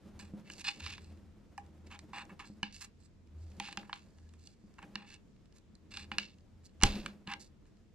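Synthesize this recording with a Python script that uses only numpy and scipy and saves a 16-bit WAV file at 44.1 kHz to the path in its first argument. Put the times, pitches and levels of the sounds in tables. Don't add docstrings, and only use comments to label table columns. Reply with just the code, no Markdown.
import sys
import numpy as np
from scipy import signal
from scipy.fft import rfft, irfft, next_fast_len
from scipy.io import wavfile

SR = 44100
rng = np.random.default_rng(int(sys.argv[2]) if len(sys.argv) > 2 else 0)


def materialize(psi):
    bounded = np.clip(np.atleast_2d(psi).T, -1, 1)
    quanta = np.round(bounded * 32767).astype(np.int16)
    wavfile.write(sys.argv[1], SR, quanta)


def natural_amplitude(level_db):
    exponent = np.asarray(level_db, float) / 20
    return 10 ** exponent


N = 350154

# hz, level_db (per Hz)
AIR_SPECTRUM = [(18, -34), (30, 9.5), (65, 5), (118, 3.5), (196, 5.5), (314, -3.5), (399, -5.5),
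                (467, -12.5), (547, -21.5), (593, -8), (659, -18.5), (7470, -29.5), (8300, -36.5),
                (10000, -49.5), (16500, -55)]
# hz, likeness (1 = identical)
AIR_LIKENESS = [(60, 0.44), (130, 0.61), (640, 0.2), (15000, 0.068)]
AIR_DB = -62.5
SHOP_T60_S, WALL_CUT_HZ, SHOP_DB = 0.23, 2800, -22

# start_s, top_db, knock_db
BENCH_MOTION = [(0.0, -71, -64), (0.15, -49.5, -56.5), (0.77, -80, -60.5), (0.84, -48, -58),
                (1.39, -59.5, -63.5), (2.32, -67, -59.5), (3.25, -63.5, -82), (3.36, -51, -76.5),
                (3.58, -54, -57.5), (3.63, -75, -54.5), (4.22, -56.5, -71), (4.64, -76, -76),
                (4.71, -67, -63.5), (4.88, -74, -60), (5.64, -67, -75), (6.1, -52.5, -58), (6.21, -74, -58),
                (6.59, -51.5, -80), (6.7, -73, -70), (6.85, -43, -63), (6.96, -52, -45.5),
                (7.23, -75, -66.5), (7.36, -62, -62.5), (7.94, -68, -77)]
# centre_hz, width_hz, level_db
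SWAY_MODES = [(27.8, 22, 0)]
TOP_MODES = [(80.86, 2.7, 0)]
KNOCK_MODES = [(138, 40, -25.5), (192, 24, -9.5), (205.7, 15, -2.5), (299, 35, -7), (500, 24, -21.5)]
SWAY_DB, SWAY_KICK_DB, SWAY_T60_S = -72.5, -26.5, .45
SLIP_S = 6.834
# start_s, push_db
CAST_THUDS = [(0.337, -36.5), (2.5, -42.5), (2.63, -37.5), (3.598, -46), (3.777, -43), (4.639, -49),
              (4.956, -43.5), (6.183, -47.5), (6.117, -43.5), (6.832, -26.5), (7.061, -44.5), (7.278, -41)]

# start_s, end_s, pitch_hz, width_hz, level_db
BLADE_SQUEAL = (4.06, 4.3, 1690, 45, -83)

# pitch_hz, level_db, t60_s
METAL_MODES = [(815, 4, .12), (1080, -5, .025), (1330, -5, .025), (1600, -3, .035), (1800, -5, .03),
               (2300, -1, .025), (2520, -3, .03), (2780, 0, .02), (3030, -3, .03), (3290, -7, .02),
               (3550, -7, .02), (3800, -6, .025), (4150, -5, .025), (4700, -7, .015), (5500, -9, .015),
               (6600, -11, .008), (7400, -11, .008), (8100, -2, .015), (10300, -16, .006)]
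# hz, level_db (per Hz)
RASP_SPECTRUM = [(800, 10), (1600, -4), (2800, -16), (4200, -8), (6000, -12), (8300, -4), (10500, -32),
                 (15000, -40)]
# low_hz, high_hz
METAL_PARTS = [(750, 890), (950, 2000), (2000, 3500), (3500, 5800), (5800, 16000)]
PART_SHADING = [0.15, 0.6, 1.1, 1.8, 5]
SPOTS, SPOT_SPREAD_DB = 3, 2.5
SPOT_DETUNE = .025
BODY_CUT_HZ = 700
COLOUR_FALL_DB = 10.5

# start_s, level_db, shank_ring_db, colour (octaves above 1 kHz), bright_share_db
METAL_CLICKS = [(.192, -39, -19, 1.15, -3), (.4996, -28.5, -36, 1.25, -11), (.5356, -38, -22, 1.8, -3),
                (.68, -30.5, 8.5, 0.97, -18), (.7064, -40, -18, 1.2, 0), (.8041, -31, -22, 1.2, -10),
                (.8629, -22, -28, 1.53, -21), (.9237, -40, -20, 1.5, -12), (.9363, -31, -20, 1.3, -10),
                (.98, -34.5, -24, 1.3, -32), (1.5783, -25.5, 0, 0.32, -12.5),
                (1.9907, -35.5, -24, 1.8, -5.5), (2.1325, -28, -9, 0.53, -24),
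                (2.1834, -27, -18, 0.96, -25), (2.2525, -49, -17, 1.7, -3), (2.3976, -32, -14, 1, -31),
                (2.6295, -12.5, -36, 1.16, -22), (3.5993, -18, -7.5, 1.11, -9),
                (3.6845, -26, -8, 0.48, -18), (3.7264, -29, -22, 1.34, -9), (3.7725, -16, -11, 1.46, -21),
                (3.8302, -33.5, -3, 0.41, -27), (3.8947, -30, -15, 0.55, -21),
                (3.929, -19, -33, 1.091, -39), (4.1844, -48.5, -20, .9, -9), (4.2906, -51, -27, 2, -5),
                (4.337, -53, -18, 1.4, 1), (4.4722, -34.5, -17, 2.44, -10), (4.789, -32, -23, 0.43, -20),
                (4.827, -34, -24, 0.73, -13), (4.9552, -17, -43, 1.32, -23.5),
                (5.1417, -37.5, -23, 2.3, -9), (5.971, -21.5, -13.5, 1.458, -14.5),
                (6.1157, -18.5, -16, 0.94, -28), (6.1831, -9.5, -10.5, 1.64, -16),
                (6.8034, -46, -16, 1.3, -10), (6.8129, -29, -2, 1.2, -12), (6.8234, -19.5, -1, 1.46, -10.5),
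                (6.8347, -1.5, -2, 1.4, -2), (7.0606, -18, -37, 1.17, -15), (7.2733, -24.5, -18, 1.04, -20),
                (7.317, -29, -19, 1.8, -25), (7.3364, -22.5, -2.5, 1.13, -15.5),
                (7.6544, -52.5, -14, 1, -14.5)]
CONTACT_S, RATTLE_SHARE = .0014, .28
TICKS_PER_S, TICK, TICK_SPREAD = 4, (-58, -20, 1.9, -5), np.array([3, 3, .3, 3])

# start_s, hardest_s, end_s, level_db, colour (octaves above 1 kHz),
# bright_share_db
BLADE_PUSHES = [(.447, 0.464, 0.51, -59.5, 1.33, -12), (0.578, 0.639, 0.62, -53, 1.6, -2),
                (.642, 0.686, 0.7, -36, 1.58, -12.5), (0.702, 0.703, 0.8, -57, 1.76, -4),
                (0.795, 0.864, 0.99, -49, 1.59, -10.5), (0.99, 1.03, 1.15, -71.5, 1.6, -1.5),
                (1.863, 1.87, 1.88, -60.5, 1.3, -5), (1.901, 1.945, 1.962, -50, 0.99, -14),
                (2.129, 2.175, 2.23, -44, 0.97, -15.5), (2.725, 2.752, 2.8, -57, 2.05, 0),
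                (2.805, 2.818, 2.853, -49, 1.35, 3), (2.992, 3.06, 3.07, -79.5, 1.6, 9.5),
                (3.36, 3.45, 4.8, -81.5, 1.9, 5), (3.604, 3.656, 3.73, -47.5, 1.5, -13.5),
                (4.387, 4.47, 4.54, -73.5, 2, 3), (4.783, 4.781, 4.8, -55, .7, -24),
                (4.816, 4.825, 4.84, -52, .7, -24), (4.937, 5.004, 5.06, -58.5, 1.05, -20),
                (5.06, 5.13, 5.165, -59, 1.55, -8), (5.538, 5.599, 5.59, -73.5, 1.4, 4.5),
                (5.906, 6, 6.045, -50.5, 1.5, -7.5), (6.635, 6.675, 6.67, -67.5, 2.4, 3),
                (7.268, 7.32, 7.345, -43, .9, -20.5)]
PUSH_START_DB, PUSH_END_DB = -9.5, -12
LIFT_S, LIFT_DB = 0.024, -33
# start_s, length_s, level_db, colour (octaves above 1 kHz), bright_share_db
BLADE_SKIDS = [(0.193, 0.14, -55.5, 1.15, -2), (0.51, 0.22, -60, 2.1, 1), (1.585, .05, -63, .6, -1),
               (1.996, 0.049, -74, 2.1, 3), (2.293, 0.066, -52, 0.58, -18), (2.392, 0.12, -48, 0.96, -14.5),
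               (2.452, 0.13, -62, 2.6, 0.5), (2.636, 0.14, -51, 1.7, -26), (3.782, 0.077, -55.5, 1.8, -24),
               (3.842, 0.11, -63, .6, -30), (3.899, .04, -58, 0.7, -27), (3.938, 0.13, -57, 1.5, -10.5),
               (6.116, 0.087, -48.5, 1.34, -23.5), (6.183, 0.16, -44.5, 1.92, -17),
               (6.836, .3, -42.5, 1.83, -12.5), (7.07, 0.12, -66, 1.76, -14.5), (7.396, 0.1, -55.5, 2.2, 3),
               (7.664, 0.073, -78.5, 0.86, 2)]
SKID_END_DB = -32.5
SHANK_DB, SHANK_FOLLOWS = -15.5, 1.1

LEFT_LAG_S = 5e-5
SCRAPE_PAN_DB, CLICK_PAN_DB = -1.5, -2


def rms_one(x):
    return x / np.sqrt(np.mean(x ** 2) + 1e-20)


def in_time(rows):
    s, *columns = np.transpose(rows)
    return [np.interp(np.arange(N) / SR, s, column) for column in columns]


def at_hz(points, hz):
    point_hz, values = np.transpose(points)
    return np.interp(np.log(hz), np.log(point_hz), values)


def drift(rate_hz):
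    r = np.exp(-80 * np.pi * rate_hz / SR)
    white = rng.standard_normal(N // 40 + 2002)
    slow = signal.lfilter([1], [1, -2 * r, r * r], white)[2000:]
    return np.interp(np.arange(N) / 40, np.arange(len(slow)), rms_one(slow))


def ring(clicks, hz, t60_s):
    r, w = natural_amplitude(-60 / (t60_s * SR)), 2 * np.pi * hz / SR
    return signal.lfilter([0, np.sin(w)], [1, -2 * r * np.cos(w), r * r], clicks + 1e-18)


def bands(low_hz, high_hz):
    edges = 30 * 2 ** np.arange(0, 9.3, .5)
    return [(np.sqrt(a * b), signal.butter(2, [a, b], "band", fs=SR, output="sos"))
            for a, b in zip(edges, edges[1:]) if low_hz < np.sqrt(a * b) < high_hz]


def placed(x, pan_db):
    late = np.interp(np.arange(N) - LEFT_LAG_S * SR, np.arange(N), x)
    return np.array([late * natural_amplitude(pan_db / 2), x * natural_amplitude(-pan_db / 2)])


def hush():
    out, white = 0, rng.standard_normal((2, 2, N))
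    for k, (hz, sos) in enumerate(bands(30, 17000)):
        mid, side = signal.sosfilt(sos, white[k % 2])
        alike = np.clip(at_hz(AIR_LIKENESS, hz), -1, 1)
        gain = natural_amplitude(at_hz(AIR_SPECTRUM, hz) + 1.0 * drift(4))
        out = out + gain * (np.sqrt(1 + alike) * mid + np.sqrt(1 - alike) * side * [[1], [-1]])
    return natural_amplitude(AIR_DB) * rms_one(out)


def workshop(x):
    size = next_fast_len(N + SR)
    w = 2 * np.pi * np.arange(size // 2 + 1) / size
    dull = (1 + (w * SR / (2 * np.pi * WALL_CUT_HZ)) ** 2) ** -0.25
    out = np.zeros((2, len(w)), complex)
    for k, lag in enumerate(rng.uniform(0.0065, 0.024, 20) * SR):
        loop = natural_amplitude(-60 * lag / SR / SHOP_T60_S) * dull * np.exp(-1j * w * lag)
        out[k % 2] += (-1) ** (k // 2) * loop / (1 - loop)
    for lag in rng.uniform(0.00066, 0.0044, 3) * SR:
        z = np.exp(-1j * w * lag)
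        out *= (z - .6) / (1 - .6 * z)
    return irfft(out * rfft(x, size), size)[:, :N]


def shaken(modes, level_db, lumpy_db):
    push = rng.standard_normal(N) * natural_amplitude(lumpy_db * drift(11))
    out = 0
    for hz, width, db in modes:
        r = np.exp(-np.pi * width / SR)
        poles = [1, -2 * r * np.cos(2 * np.pi * hz / SR), r * r]
        out = out + natural_amplitude(db) * rms_one(signal.lfilter([1, 0, -1], poles, push))
    return natural_amplitude(level_db) * rms_one(out)


def bench():
    top_db, knock_db = in_time(BENCH_MOTION)
    t = np.arange(N) / SR
    rocked = (t > SLIP_S) * natural_amplitude(SWAY_KICK_DB - 60 * abs(t - SLIP_S) / SWAY_T60_S)
    sway = shaken(SWAY_MODES, SWAY_DB, lumpy_db=2.0)
    sway = sway + rocked * shaken(SWAY_MODES, 0, lumpy_db=1.5)
    top = shaken(TOP_MODES, top_db, lumpy_db=1.0)
    mid = shaken(KNOCK_MODES, knock_db, lumpy_db=3.0)
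    side = shaken(KNOCK_MODES, knock_db, lumpy_db=0.5)
    return sway + top + mid + np.sqrt(1 - .92) * side * [[1], [-1]]


def thuds():
    pushes = np.zeros(N)
    pushes[[round(s * SR) for s, db in CAST_THUDS]] = natural_amplitude([db for s, db in CAST_THUDS])
    rung = sum(natural_amplitude(db) * ring(pushes, hz, 3.4 / width) for hz, width, db in KNOCK_MODES)
    return signal.lfilter([.1], [1, -.9], rung)


def squeal():
    start, end, hz, width, db = BLADE_SQUEAL
    t = np.arange(N) / SR
    swell = np.sin(np.pi * np.clip((t - start) / (end - start), 0, 1)) ** .5
    return placed(swell * shaken([(hz, width, 0)], db, lumpy_db=-7.0), SCRAPE_PAN_DB)


def metal_parts(damping, rasp_db, top_hz):
    click = np.zeros(SR // 6)
    click[0] = 1
    rung = rasp = 0
    for k, (hz, db, t60_s) in enumerate(METAL_MODES):
        gain = (-1) ** k * natural_amplitude(db + rng.normal(0, SPOT_SPREAD_DB))
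        detuned_hz = hz * (1 + SPOT_DETUNE * (k > 0) * rng.normal())
        rung = rung + gain * ring(click, detuned_hz, damping * t60_s)
    for k, (hz, sos) in enumerate(bands(800, 16000)):
        rasp = rasp + (-1) ** k * natural_amplitude(at_hz(RASP_SPECTRUM, hz)) * signal.sosfilt(sos, click)
    both = rms_one(rung) + natural_amplitude(rasp_db) * rms_one(rasp)
    both = signal.sosfilt(signal.butter(4, top_hz, fs=SR, output="sos"), both)
    both = signal.sosfilt(signal.butter(4, BODY_CUT_HZ, "high", fs=SR, output="sos"), both)
    parts = [signal.sosfilt(signal.butter(2, edges, "band", fs=SR, output="sos"), both)
             for edges in METAL_PARTS]
    return [sense * rms_one(p) / np.sqrt(len(p)) for p, sense in zip(parts, (1, -1, 1, -1, 1))]


def shares(colour):
    return [-COLOUR_FALL_DB * (np.log2(low * high / 964000.0) / 2 - colour) ** 2
            for low, high in METAL_PARTS[1:4]]


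def metal_clicks():
    count = int(TICKS_PER_S * N / SR)
    tick_s = rng.uniform(0, N / SR - .1, count)
    ticks = np.c_[tick_s, TICK + TICK_SPREAD * rng.standard_normal((count, 4))]
    s, level_db, shank_db, colour, bright_db = np.transpose(np.r_[METAL_CLICKS, ticks])
    starts = np.round(s * SR).astype(int)
    t = np.arange(int(.008 * SR)) / SR
    contacts = RATTLE_SHARE * rng.standard_normal((len(starts), len(t))) * np.exp(-t / CONTACT_S)
    contacts[:, 0] = 1
    spots = [metal_parts(damping=1.0, rasp_db=3.5, top_hz=10760) for spot in range(SPOTS)]
    out = np.zeros((len(METAL_PARTS), N + SR))
    for k, share_db in enumerate([shank_db, *shares(colour), bright_db]):
        gains = natural_amplitude(level_db + share_db)
        for n, (i, gain, contact) in enumerate(zip(starts, gains, contacts)):
            rung = signal.fftconvolve(contact, spots[n % SPOTS][k])
            out[k, i:i + len(rung)] += gain * rung
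    return out[:, :N]


def strokes():
    out = []
    for start, hardest, end, db, colour, bright_db in BLADE_PUSHES:
        times = [start, min(max(start, hardest), end), end, end + LIFT_S]
        levels = db + np.array([PUSH_START_DB, 0, PUSH_END_DB, PUSH_END_DB + LIFT_DB])
        out.append((times, levels, colour, bright_db))
    for start, length, db, colour, bright_db in BLADE_SKIDS:
        out.append(([start, start + length], [db, db + SKID_END_DB], colour, bright_db))
    return out


def scrape():
    per_s, spread_db = 2500, 4.5
    sizes = natural_amplitude(spread_db * np.minimum(rng.exponential(1, N), 4)) * rng.choice([-1, 1], N)
    clumps = natural_amplitude(2.0 * drift(80))
    grains = rms_one(sizes * (rng.random(N) < per_s / SR) * clumps)
    spots = [metal_parts(damping=0.98, rasp_db=-2, top_hz=14000) for spot in range(SPOTS)]
    out = np.zeros((len(METAL_PARTS), N + SR))
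    for n, (times, levels, colour, bright_db) in enumerate(strokes()):
        a, b = int(times[0] * SR), int(times[-1] * SR)
        rubbed = grains[a:b] * natural_amplitude(np.interp(np.arange(a, b) / SR, times, levels))
        body_db = shares(colour)
        shank_db = SHANK_DB + SHANK_FOLLOWS * body_db[0]
        for k, share_db in enumerate([shank_db, *body_db, bright_db]):
            rung = signal.fftconvolve(rubbed, spots[n % SPOTS][k])
            out[k, a:a + len(rung)] += natural_amplitude(share_db) * rung
    return out[:, :N]


def scene():
    rubbed, thud, clicked = scrape(), thuds(), metal_clicks()
    near = 0
    for rub, click, shade in zip(rubbed, clicked, PART_SHADING):
        near = near + placed(rub, shade * SCRAPE_PAN_DB) + placed(click, shade * CLICK_PAN_DB)
    tail = natural_amplitude(SHOP_DB) * workshop(sum(rubbed) + sum(clicked) + thud)
    return near + thud + tail + bench() + hush() + squeal()


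def top_cut(x):
    return signal.sosfilt(signal.butter(12, 16660, fs=SR, output="sos"), x)


def record(dry):
    mix = signal.sosfilt(signal.cheby2(10, 60, 16500, fs=SR, output="sos"), dry)
    return top_cut(mix)


dry = scene()
out = record(dry)
materialize(out)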